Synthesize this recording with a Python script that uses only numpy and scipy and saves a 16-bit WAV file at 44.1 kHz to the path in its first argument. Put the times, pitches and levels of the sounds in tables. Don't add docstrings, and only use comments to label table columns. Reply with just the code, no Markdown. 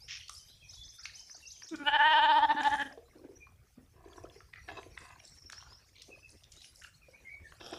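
import sys
import numpy as np
from scipy import signal
from scipy.fft import rfft, irfft, next_fast_len
from scipy.io import wavfile
from scipy.ndimage import uniform_filter1d, map_coordinates

SR = 44100
rng = np.random.default_rng(int(sys.argv[2]) if len(sys.argv) > 2 else 0)


def generate_wav(signal):
    frames = np.transpose(np.atleast_2d(signal))
    scaled = np.clip(frames, -1, 1) * 32767
    pcm = np.round(scaled).astype(np.int16)
    wavfile.write(sys.argv[1], SR, pcm)


N = 343098


def amp(db):
    return 10 ** (np.asarray(db) / 20)


def unit(x):
    return x / np.sqrt(np.mean(x ** 2) + 1e-20)


def along(points, hz):
    f, v = np.transpose(points)
    return np.interp(np.log(hz + 1), np.log(f + 1), v)


def curves(rows, t):
    s, *cols = np.transpose(rows)
    return [np.interp(t, s, c) for c in cols]


def clock(length):
    return np.arange(max(int(length * SR), 8)) / SR


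def wobble(rate, t):
    knots = rng.standard_normal(int(len(t) * rate / SR) + 4)
    return map_coordinates(knots, [(t - t[0]) * rate])


def filtered(x, response):
    m = next_fast_len(len(x) + 8192)
    return irfft(rfft(x, m) * response(np.fft.rfftfreq(m, 1 / SR)), m)[:len(x)]


def noise(spectrum, patchy_db):
    z = signal.stft(rng.standard_normal(N), nperseg=512)[2]
    field = uniform_filter1d(rng.standard_normal(z.shape), size=5, axis=0)
    field = uniform_filter1d(field, size=8, axis=1)
    patchy = signal.istft(z * amp(patchy_db * unit(field)), nperseg=512)[1][:N]
    return unit(filtered(patchy, lambda hz: amp(along(spectrum, hz))))


def random_colour(low_hz, high_hz, points, spread_db):
    return np.column_stack([np.geomspace(low_hz, high_hz, points), rng.normal(0, spread_db, points)])


def resonances(modes, f):
    return sum((-1) ** k * amp(db) * 1j * f * w / (c * c - f * f + 1j * f * w)
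               for k, (c, w, db) in enumerate(modes))


def band(f, low_hz, high_hz, order=4):
    return 1 / np.sqrt((1 + (low_hz / (f + 1)) ** (2 * order)) * (1 + (f / high_hz) ** (2 * order)))


def add(track, s, sound):
    part = track[max(round(s * SR), 0):][:len(sound)]
    part += sound[:len(part)]


def grains(length, low_hz, high_hz, rate, cycles, spread_db):
    size, t = len(clock(length)), clock(0.0077)
    when, height, chance = rng.random((int(rate * length) + 1, 3)).T[:, :, None]
    hz = low_hz * (high_hz / low_hz) ** height
    strength = amp(-spread_db * np.log(chance + 0.017)) * (hz / low_hz) ** 0.15
    rings = strength * np.sin(2 * np.pi * hz * t) * np.exp(-t * hz / cycles) * (1 - np.exp(-t * hz))
    places = (when * size).astype(int) + np.arange(len(t))
    return np.bincount(places.ravel(), rings.ravel(), size)[:size]


def throat(folds, shift, modes, low_hz, high_hz):
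    stretched = np.cumsum(shift)
    grid = np.arange(int(stretched[-1]) + 2)
    source = map_coordinates(folds, [np.interp(grid, stretched, np.arange(len(folds)))])
    voiced = filtered(source, lambda f: resonances(modes, f) * band(f, low_hz, high_hz, order=7))
    return unit(map_coordinates(voiced, [stretched]))


# (crest time [s], level at the crest [dB], crest pitch [Hz],
# pitch in the sag after it [Hz], dip in that sag [dB])
BLEAT_THROBS = [(1.739, -66.5, 308.3, 285.4, 20), (1.822, -60.5, 290, 270.2, 4.5),
                (1.88, -30, 300, 265.7, 15), (1.954, -26.5, 309, 268.6, 13),
                (2.013, -23.5, 299.3, 289, 0.5), (2.066, -23, 316.6, 305.7, 2),
                (2.123, -23, 317.8, 291.2, 1.5), (2.18, -22.5, 321.3, 284.5, 6),
                (2.245, -22.5, 315.4, 286.7, 7), (2.309, -21, 316.5, 285.8, 4.5),
                (2.378, -21.5, 316.9, 275.3, 8.5), (2.442, -22.5, 309.3, 271.4, 23.5),
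                (2.515, -24.5, 303.7, 267.5, 23.5), (2.6, -32, 302.8, 259.6, 10),
                (2.668, -26, 295.4, 263.7, 17), (2.741, -29.5, 297.3, 261.3, 15.5),
                (2.816, -37, 290, 266.3, 18), (2.864, -55, 277.4, 269.3, 12.5)]
# (time [s], relative roughness [0-1])
HOARSENESS = [(1.73, 0.01), (1.77, 0.31), (1.86, 0.08), (1.98, 0.12), (2.08, 0), (2.35, .05), (2.48, 0.2),
              (2.63, 0.23), (2.82, 0.22), (2.88, 0.33)]
# (time [s], hum level [dB], snout level [dB], pharynx level before its dips [dB])
NASAL_LEVELS = [(1.715, -36.5, -59.5, -73.5), (1.745, -37.5, -43, -66), (1.785, -45.5, -45, -67.5),
                (1.825, -41, -46.5, -62), (1.86, -51.5, -53, -41), (2.02, -56.5, -73.5, -48),
                (2.12, -55.5, -72.5, -42.5), (2.24, -52, -74.5, -42), (2.38, -48, -72.5, -43.5),
                (2.45, -45, -71.5, -52), (2.83, -46, -57.5, -47), (2.9, -51.5, -79.5, -64)]
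# (time [s], middle, upper and highest formants, each over the first [dB],
# factor on the middle formants' pitch [ratio], factor on the upper formants' pitch [ratio])
MOUTH_SHAPE = [(1.82, 3, -9, -17, 0.87, 0.75), (1.875, 4, 3.5, -16.5, 0.94, .99),
               (1.955, -0.5, -4.5, -15.5, 0.99, 1), (2.02, -0.5, -12, -27, 0.97, .98),
               (2.07, -1.5, -8, -20, 1.02, 1), (2.12, -4, -6.5, -18, 1.02, 1),
               (2.18, -5, -8.5, -18, 0.96, 1.01), (2.25, -6.5, -9, -16.5, 0.99, 1),
               (2.31, -10, -14, -18.5, 0.96, 1), (2.38, -15, -18, -21, 1.006, 1.02),
               (2.445, -11, -18.5, -20.5, 1, 1.09), (2.52, -8, -18.5, -17.5, 1.03, 0.94),
               (2.6, -2.5, -13.5, -15.5, 0.97, 1.015), (2.67, -9, -16.5, -18.5, 1.02, 1),
               (2.74, -1.5, -16, -19.5, 1.02, 1.05), (2.82, 4.5, -5.5, -14, 1.013, 1.03)]
# (centre [Hz], width [Hz], level [dB])
NOSE_HUM = [(290, 550, 0)]
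SNOUT_MODES = [(900, 100, -13), (1460, 120, 3.5), (2400, 58, 0), (3080, 110, -12)]
PHARYNX_MODE = [(650, 110, 0)]
FIRST_FORMANT = [(891, 69.4, 0)]
MIDDLE_FORMANTS = [(1585, 150, 1.5), (1770, 140, 4.5)]
UPPER_FORMANTS = [(2400, 250, -9.5), (2847, 71, 0), (3049, 92, 4)]
HIGHEST_FORMANTS = [(3320, 83, -4), (3670, 240, 0), (4100, 200, -7.5), (4380, 200, -10.5)]
# (frequency [Hz], relative level [dB])
RASP_COLOUR = [(3500, -30), (4600, 2.5), (5200, 2.5), (6200, -17.5), (8000, -12.5), (9500, -16.5),
               (12000, -14.5), (14000, -41)]
RASP_DB = -37.5
PITCH_FALL_S, FORCE_FALL_S = 0.017, .027
BLEAT_LEAD_S, BLEAT_TAIL_S = .03, 0.079
BLEAT_FADE_S = .018
ONSET_HZ, ONSET_S = 44.8, .018
FIRST_FOLLOWS, MIDDLE_FOLLOWS = 0.6, 0.093
PHARYNX_DIP_DB, BRIGHT_DIP_DB = 9.5, 2.5
FALL_ROUGH, FLUTTER = .085, 0.7


def bleat():
    crest, crest_db, crest_hz, sag_hz, dip_db = np.transpose(BLEAT_THROBS)
    start = crest[0] - BLEAT_LEAD_S
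    t = start + clock(crest[-1] + BLEAT_TAIL_S - start)
    rough, = curves(HOARSENESS, t)
    hum_db, snout_db, pharynx_db = curves(NASAL_LEVELS, t)
    middle_db, upper_db, highest_db, middle_shift, upper_shift = curves(MOUTH_SHAPE, t)

    def sawtooth(at_crest, at_sag, fall):
        knots = np.column_stack([crest + .002, crest + fall])
        values = np.column_stack([at_crest, at_sag])
        return uniform_filter1d(np.interp(t, knots.ravel(), values.ravel()), size=300)

    fade = np.clip(np.minimum(t - start, t[-1] - t) / BLEAT_FADE_S, 0, 1)
    sag = sawtooth(np.zeros(len(crest)), np.ones(len(crest)), FORCE_FALL_S)
    dip = np.interp(t, crest + FORCE_FALL_S, dip_db) * np.sin(np.pi / 2 * sag) ** 3.5
    throb = fade * amp(-dip)
    strength = amp(np.interp(t, crest, crest_db))
    pitch = sawtooth(crest_hz, sag_hz, PITCH_FALL_S) + ONSET_HZ * np.exp(-(t - start) / ONSET_S)
    tension, still = pitch / 302, np.ones(len(t))

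    falling = uniform_filter1d(1. * (np.gradient(pitch) < -.012), size=400)
    rough = rough * (.55 + .8 * falling + 1.7 * (1 - throb)) + FALL_ROUGH * falling
    rough = np.clip(rough, 0, .55)
    jitter = .06 * rough * wobble(260, t) + .006 * wobble(90, t)
    phase = 2 * np.pi * np.cumsum(pitch * (1 + jitter)) / SR
    pulses = unit(sum(np.cos(k * phase) for k in range(1, 41)))
    air = unit(rng.standard_normal(len(t)) * (1 + 0.5 * np.cos(phase)))
    voiced = pulses * (1 + FLUTTER * rough * wobble(280, t))
    folds = voiced * (1 + rough * wobble(170, t)) + 1.8 * rough * air
    windy = folds + .5 * rough * air
    breathy = voiced + rough * air

    hum = amp(hum_db) * throat(breathy, still, NOSE_HUM, 140, 450)
    snout = amp(snout_db) * throat(folds, still, SNOUT_MODES, 1000, 3300)
    pharynx_gain = amp(pharynx_db - PHARYNX_DIP_DB * sag)
    pharynx = pharynx_gain * throat(breathy, still, PHARYNX_MODE, 520, 740)
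    first = throat(voiced + 2.3 * rough * air, tension ** FIRST_FOLLOWS, FIRST_FORMANT, 700, 1700)
    middle_moves = middle_shift * tension ** MIDDLE_FOLLOWS
    middle = amp(middle_db) * throat(folds, middle_moves, MIDDLE_FORMANTS, 1400, 2500)
    upper = amp(upper_db) * throat(windy, upper_shift, UPPER_FORMANTS, 2100, 3600)
    highest = amp(highest_db) * throat(windy, still, HIGHEST_FORMANTS, 3200, 4457)
    rasp = amp(RASP_DB) * noise(RASP_COLOUR, patchy_db=6)[:len(t)] * unit(1 + .8 * np.cos(phase))

    dulling = amp(-BRIGHT_DIP_DB * sag ** 2)
    mouth = strength * (first + rasp + dulling * (upper + highest))
    voice = throb * (hum + snout + pharynx + mouth)
    voice -= strength * throb ** .85 * dulling * middle
    out = np.zeros(N)
    add(out, start, voice)
    return out


TWIG_CRACK_DB, HOOF_CRACK_DB = -5.5, -24
CRUMB_DB, CRUMB_S = -11.5, 0.01
CRACK_TOP = 1.3
SPLINTER_S, SPLINTER_DB = 0.012, -8


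def snaps(contacts, crack_db):
    out, t = np.zeros(N), clock(0.17)
    onset = 1 - np.exp(-(t / .0016) ** 2)
    for s, db, hz in contacts:
        colour = random_colour(1500, 12000, 24, spread_db=5)
        push = rng.standard_normal(len(t)) * onset * np.exp(-t / (0.00089 + 0.94 / hz))
        knock = filtered(push, lambda f: resonances([(hz, 0.12 * hz, 0)], f) * band(f, hz / 3, hz * 2.15))
        top_hz = np.clip(CRACK_TOP * hz, 5000, 7800)
        crack = filtered(rng.standard_normal(len(t)),
                         lambda f: band(f, 2700, top_hz, order=6) * amp(along(colour, f)))
        splinters = amp(SPLINTER_DB + 5 * wobble(500, t)) * np.exp(-t / SPLINTER_S)
        crack = unit(crack) * onset * (np.exp(-t / 0.0014) + splinters)
        crumbs = grains(len(t) / SR, hz * 0.62, min(hz * 1.7, 9000), rate=400, cycles=9.7, spread_db=5.5)
        crumbs = np.resize(crumbs, len(t))
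        crumbs = crumbs / np.abs(crumbs).max() * onset * np.exp(-t / CRUMB_S) * 2
        knock /= np.abs(knock).max()
        add(out, s, amp(db) * (knock + amp(crack_db) * crack + amp(CRUMB_DB) * crumbs))
    return out


# (time [s], peak level of the knock [dB], pitch [Hz])
TWIG_SNAPS = [(.281, -41.5, 4530), (.294, -39, 1173), (.294, -36, 5800), (1.054, -31.5, 2250),
              (1.686, -44, 5800), (1.757, -41.5, 5600), (2.389, -48, 5143), (2.632, -33.5, 2400),
              (5.499, -46, 6200), (5.522, -39, 5670), (6.019, -39.5, 5680), (6.435, -47.5, 3750),
              (6.519, -45.5, 6080), (6.617, -44, 3640), (6.643, -43, 2700), (6.836, -46, 6940)]


def twigs():
    return snaps(TWIG_SNAPS, TWIG_CRACK_DB)


# (time [s], peak level of the knock [dB], pitch [Hz])
HOOF_STEPS = [(1.296, -46.5, 1680), (1.62, -43.5, 1680), (2.546, -34.5, 277), (2.974, -39.5, 470.7),
              (3.247, -41.5, 283), (3.287, -45.5, 393), (3.468, -50, 1068), (4.356, -48, 422),
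              (4.404, -43.5, 1400), (4.535, -36.5, 1920), (4.558, -42, 1850), (4.686, -32, 1840),
              (4.688, -43, 790), (4.829, -45, 2500), (4.975, -31.5, 1960), (5.103, -50, 1020),
              (5.2, -45, 2403), (5.498, -36, 1610), (5.529, -40, 1700), (5.579, -45.5, 1840),
              (5.625, -42.5, 1068), (6.82, -42.5, 1770), (6.846, -42, 1700), (7.083, -51.5, 520),
              (7.521, -43, 1510)]


def hooves():
    return snaps(HOOF_STEPS, HOOF_CRACK_DB)


# (time [s], length [s], centre [Hz], level before the swell [dB])
SCRUB_RUSTLES = [(0.187, .11, 3000, -56.5), (0.295, .15, 7150, -58), (0.975, 0.096, 1750, -59.5),
                 (1.057, .11, 2188, -60.5), (2.604, 0.3, 6540, -55), (2.878, .12, 588, -58),
                 (3.151, 0.26, 376, -58), (3.765, 0.08, 229, -58.5), (4.524, 0.1, 1813, -60.5),
                 (4.973, .16, 5800, -62.5), (5.22, .13, 5720, -61), (5.552, 0.28, 1053, -65.5),
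                 (5.544, .3, 4260, -66), (5.95, 0.13, 3040, -59.5), (6.08, 0.076, 365, -57.5),
                 (6.28, .08, 6350, -61.5), (6.515, 0.17, 4436, -60.5), (6.745, .16, 7090, -61.5),
                 (6.815, 0.087, 2000, -57)]
BASS_SPREAD, SPREAD_GROWS = 1.3, .08


def rustles():
    out = np.zeros(N)
    for s, length, hz, db in SCRUB_RUSTLES:
        t = clock(length)
        spread = BASS_SPREAD * (hz / 350) ** SPREAD_GROWS
        low_hz, high_hz = hz / spread, hz * spread
        clump = grains(length, low_hz, high_hz, rate=250 + .12 * high_hz, cycles=6, spread_db=5.5)
        clump = clump * amp(3.5 * wobble(60, t))
        colour = random_colour(200, 12000, 36, spread_db=3.5)
        leaves = filtered(clump, lambda f: band(f, low_hz, high_hz * 3.1, order=6) * amp(along(colour, f)))
        swell = np.abs(np.sin(np.pi * (t / t[-1]) ** 0.51))
        add(out, s, amp(db) * unit(leaves) * swell)
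    return out


def brush(s, length, db, spectrum, fullness):
    t, out = clock(length), np.zeros(N)
    slips = rng.standard_normal(len(t)) * amp(3 * wobble(600, t) + 1.8 * wobble(110, t))
    rush = unit(filtered(slips, lambda f: amp(along(spectrum, f))))
    add(out, s, amp(db) * rush * np.abs(np.sin(np.pi * t / t[-1])) ** (1 / fullness))
    return out


# (frequency [Hz], relative level [dB])
BRANCH_COLOUR = [(700, -49), (1300, -14), (1900, -1.5), (2550, 2.5), (3300, 0), (4300, -7), (5550, 2.5),
                 (6300, -5.5), (7200, -17), (8200, -41), (13000, -41.5)]


def swish():
    return brush(s=.076, length=.112, db=-42.5, spectrum=BRANCH_COLOUR, fullness=1.2)


# (centre [Hz], width of one pass [Hz], level [dB])
CASE_MODES = [(376, 224, 5.5), (670, 194, 4.5), (1000, 220, 4), (1700, 260, 1), (2000, 330, -7.5),
              (2625, 190, 1), (3290, 430, -6), (3780, 350, -3), (4940, 450, -6)]


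def case(x, low_hz, high_hz):
    def ringing(f):
        return sum(resonances([(hz, width, 0)], f) ** 2 * amp(level) for hz, width, level in CASE_MODES)

    return filtered(x, lambda f: ringing(f) * band(f, low_hz, high_hz, order=7))


# (time [s], length [s], lowest [Hz], highest [Hz], relative level [dB])
HAND_RUBS = [(3.949, 0.39, 329, 1610, -59.5), (4.675, 0.072, 250, 4100, -45.5),
             (4.749, 0.05, 280, 4300, -45), (4.956, 0.21, 910, 2560, -54.5)]


def rubs():
    out = np.zeros(N)
    for s, length, low_hz, high_hz, db in HAND_RUBS:
        t = clock(length)
        clumps_db = 4 * wobble(600, t) + 3 * wobble(220, t) + 1.5 * wobble(70, t)
        slips = rng.standard_normal(len(t)) * amp(clumps_db)
        grip = random_colour(200, 8000, 48, spread_db=3)
        skin = unit(filtered(slips, lambda f: band(f, low_hz, high_hz)))
        ring = unit(case(slips, low_hz, high_hz)) + 0.27 * skin
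        ring = filtered(ring, lambda f: amp(along(grip, f)))
        add(out, s, amp(db - 1.5) * unit(ring) * np.abs(np.sin(np.pi * t / t[-1])) ** 0.41)
    return out


# (time [s], peak level [dB], highest [Hz])
FINGER_BUMPS = [(4.058, -45, 588), (4.177, -38, 1510), (4.238, -38, 640), (4.72, -48, 3000),
                (4.785, -38.5, 1800), (4.86, -44, 600), (7.607, -40, 3800), (7.725, -32, 705),
                (7.732, -35, 5200), (7.738, -46, 1500)]
BUMP_S = 0.0042


def bumps():
    out, t = np.zeros(N), clock(.08)
    for s, db, high_hz in FINGER_BUMPS:
        ring = case(rng.standard_normal(len(t)) * t * np.exp(-2 * t / BUMP_S), 210, high_hz)
        add(out, s, amp(db) * ring / np.abs(ring).max())
    return out


# (frequency [Hz], relative level [dB])
CLOTH_COLOUR = [(120, -6), (260, -2), (450, 1.5), (800, 3), (1000, -12), (1400, 1.5), (1800, -10),
                (2250, -26), (2650, -5), (2900, -12), (3200, 3.5), (3850, -2.5), (4250, -21), (4750, -7.5),
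                (5600, 0), (6100, -18), (11500, -32), (14000, -57.5)]


def sleeve():
    return brush(s=7.598, length=0.38, db=-48.5, spectrum=CLOTH_COLOUR, fullness=3.6)


FLUTTER_DB = 3.5


def note(length, start_hz, middle_hz, end_hz, waver):
    t = clock(length)
    u = t / t[-1]
    pitch = start_hz * (1 - u) * (1 - 2 * u) + middle_hz * 4 * u * (1 - u) + end_hz * u * (2 * u - 1)
    phase = 2 * np.pi * np.cumsum(pitch * (1 + waver * wobble(250, t))) / SR
    return np.sin(phase) * np.sin(np.pi * u) * unit(amp(FLUTTER_DB * wobble(220, t)))


RUN_START_S, PAIR_PERIOD_S, PAIR_SLOWING_S, PAIR_GAP_S = .683, .1465, .0016, .046
RUN_DB, RUN_EDGE_DB, RUN_ENTRY_DB = -46.5, -1, -1.5


def sweeps(count=7):
    out = np.zeros(N)
    chances = rng.standard_normal((count, 3))
    for k, (place, chance) in enumerate(zip(np.linspace(-1, 1, count), chances)):
        s = RUN_START_S + PAIR_PERIOD_S * k + PAIR_SLOWING_S * k ** 2
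        db = RUN_DB + RUN_EDGE_DB * place ** 2 + RUN_ENTRY_DB * (k == 0)
        hz = 1 + 0.017 * chance[2]
        first = note(0.044, 3900 * hz, 5650 * hz, 6750 * hz, waver=0.028)
        second = note(0.034, 3750 * hz, 5550 * hz, 7200 * hz, waver=0.013)
        add(out, s - .004, amp(db + chance[0]) * first)
        add(out, s + PAIR_GAP_S, amp(db + chance[1]) * second)
    return out


# (time [s], length [s], level [dB])
RISING_CALLS = [(0, 0.073, -52.5), (0.34, 0.057, -50.5), (5.528, 0.08, -55), (5.673, 0.13, -57.5)]
# (start [Hz], middle [Hz], end [Hz])
RISING_GLIDE = (4380, 5250, 5870)
# (time [s], length [s], pitch [Hz], glide [share of the pitch], level [dB])
SHORT_WHISTLES = [(0.613, 0.059, 2490, -0.039, -56), (0.756, 0.12, 3450, 0.055, -51.5),
                  (1.421, 0.058, 2730, 0.0037, -52.5), (3.353, 0.0272, 5870, 0.087, -54.5),
                  (3.401, 0.054, 2414, -0.0083, -52), (6.558, 0.0606, 3840, 0.138, -56.5),
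                  (4.56, .06, 1970, -0.12, -53), (6.099, 0.063, 2560, -0.044, -51),
                  (6.223, 0.05, 2620, -0.0058, -52.5), (6.934, 0.034, 4210, 0.105, -60.5),
                  (7.013, 0.045, 2464, -0.087, -57.5), (7.124, 0.0554, 2330, 0.17, -55),
                  (7.244, 0.069, 2100, -0.033, -47), (7.285, 0.087, 2258, 0.0089, -44),
                  (7.44, 0.049, 1770, -0.096, -49.5)]


def birds():
    out = np.zeros(N)
    for s, length, db in RISING_CALLS:
        add(out, s, amp(db) * note(length, *RISING_GLIDE, waver=0.013))
    for s, length, hz, glide, db in SHORT_WHISTLES:
        call = note(length, hz * (1 - glide / 2), hz, hz * (1 + glide / 2), waver=0.02)
        add(out, s, amp(db) * call)
    return out


TRILL_S, TRILL_LENGTH_S, TRILL_DB = 5.19, 0.42, -53.5
TRILL_HZ, TRILL_RATE = 5500, 17.5


def insect():
    t, out = clock(TRILL_LENGTH_S), np.zeros(N)
    pulsing = (.5 + .5 * np.sin(2 * np.pi * TRILL_RATE * t + 1.5 * wobble(15, t))) ** 2
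    pulsing = pulsing * amp(3 * wobble(30, t) + 3 * wobble(300, t) - 2)
    pitch = TRILL_HZ * (1 + .022 * wobble(500, t) + .008 * wobble(20, t))
    tone = np.sin(2 * np.pi * np.cumsum(pitch) / SR)
    swell = np.abs(np.sin(np.pi * t / t[-1])) ** 0.19
    add(out, TRILL_S, amp(TRILL_DB) * tone * pulsing * swell)
    return out


# (start [s], end [s], lowest pitch [Hz], highest pitch [Hz], level of the softest chirp [dB])
TWITTER_STRETCHES = [(0, 1.7, 2986, 6475, -58.5), (4.301, 6.2, 4055, 6950, -68)]


def twitter(count=45):
    out = np.zeros(N)
    for begin, end, low_hz, high_hz, db in TWITTER_STRETCHES:
        for when, height, glide, size in rng.random((count, 4)):
            hz = low_hz + height * (high_hz - low_hz)
            bend = 0.25 * (glide - .4)
            chirp = note(0.012 + 0.03 * size, hz * (1 - bend), hz, hz * (1 + bend / 2), waver=0.025)
            add(out, begin + when * (end - begin), amp(db + 2.3 * size) * chirp)
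    return out


# (time [s], relative level of its body [dB], relative level of its hiss [dB])
FOLIAGE_STIR = [(0, -65, -65), (.3, -71, -60.5), (1.5, -66, -59), (3, -65.5, -69), (3.75, -70, -76.5),
                (4.2, -62, -64.5), (4.55, -67.5, -70.5), (4.98, -61, -59.5), (5.45, -66.5, -68),
                (6.25, -65.5, -68), (6.7, -68, -60.5), (7.05, -67.5, -67), (7.53, -62.5, -60),
                (7.78, -62, -57)]
# (frequency [Hz], relative level [dB])
SOUGH_COLOUR = [(100, -15.5), (200, 12.5), (500, 10), (1000, 1.5), (2500, 5.5), (4000, -21.5), (8000, -36)]
HISS_COLOUR = [(1500, -8.5), (3500, 1.5), (5800, 8), (7500, 1), (11500, -0.5), (13000, -21.5),
               (15500, -33.5)]
TICKS_DB = -8.5


def foliage():
    t = np.arange(N) / SR
    sough_db, hiss_db = curves(FOLIAGE_STIR, t)
    sough = amp(sough_db - 8.5 + 4.0 * wobble(34, t)) * noise(SOUGH_COLOUR, patchy_db=4.0)
    hiss = amp(hiss_db - 8 + 4.0 * wobble(25, t)) * noise(HISS_COLOUR, patchy_db=6)
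    crackle = np.resize(grains(N / SR, 600, 9000, rate=130, cycles=9, spread_db=4), N)
    ticks = amp(sough_db + TICKS_DB) * unit(crackle * amp(5 * wobble(14, t)))
    return sough + hiss + ticks


# (time [s], level around which it wavers [dB])
WIND_LEVEL = [(0, -63.5), (.8, -62.5), (1.15, -70.5), (1.9, -66), (2.7, -61), (3.7, -65), (4.6, -60),
              (6.2, -65.5), (7.78, -61.5)]
# (frequency [Hz], relative level [dB])
RUMBLE_COLOUR = [(12, -38.5), (20, -8), (70, 6), (145, -4), (172, -11.5), (211, -21.5), (247, -26),
                 (300, -26), (390, -42.5), (660, -120)]


def wind():
    t = np.arange(N) / SR
    rumble_db, = curves(WIND_LEVEL, t)
    return amp(rumble_db + 1.8 * wobble(8.9, t)) * noise(RUMBLE_COLOUR, patchy_db=3.5)


# (frequency [Hz], time to fall by 60 dB [s])
SLOPE_DECAY = [(200, 0.49), (1500, 0.3), (5000, 0.4), (12000, 0.44)]


def hillside(x):
    hz, t, z = signal.stft(rng.standard_normal(SR // 2), SR, nperseg=256)
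    decay = amp(-60 * t / along(SLOPE_DECAY, hz)[:, None])
    tail = signal.istft(z * decay, SR, nperseg=256)[1]
    delay = np.zeros(len(clock(.008)))
    return signal.fftconvolve(x, np.r_[delay, tail / np.linalg.norm(tail)])[:N]


def scene():
    sheep = bleat()
    flock = twigs() + hooves() + rustles() + swish()
    hand = rubs() + bumps() + sleeve()
    song = sweeps() + birds() + insect()
    far = twitter()
    echo = hillside(amp(-13) * sheep + amp(-5.5) * song + far + amp(-6.5) * flock + amp(-8.5) * hand)
    return (sheep + flock + hand + song + amp(-3) * far + foliage() + wind() + echo)[None]


TOP_HZ = 15550


def record(dry):
    hissy = dry[0] + amp(-77.0) * rng.standard_normal(N)
    return filtered(hissy, lambda hz: hz < TOP_HZ)[None]


dry = scene()
out = record(dry)
generate_wav(out)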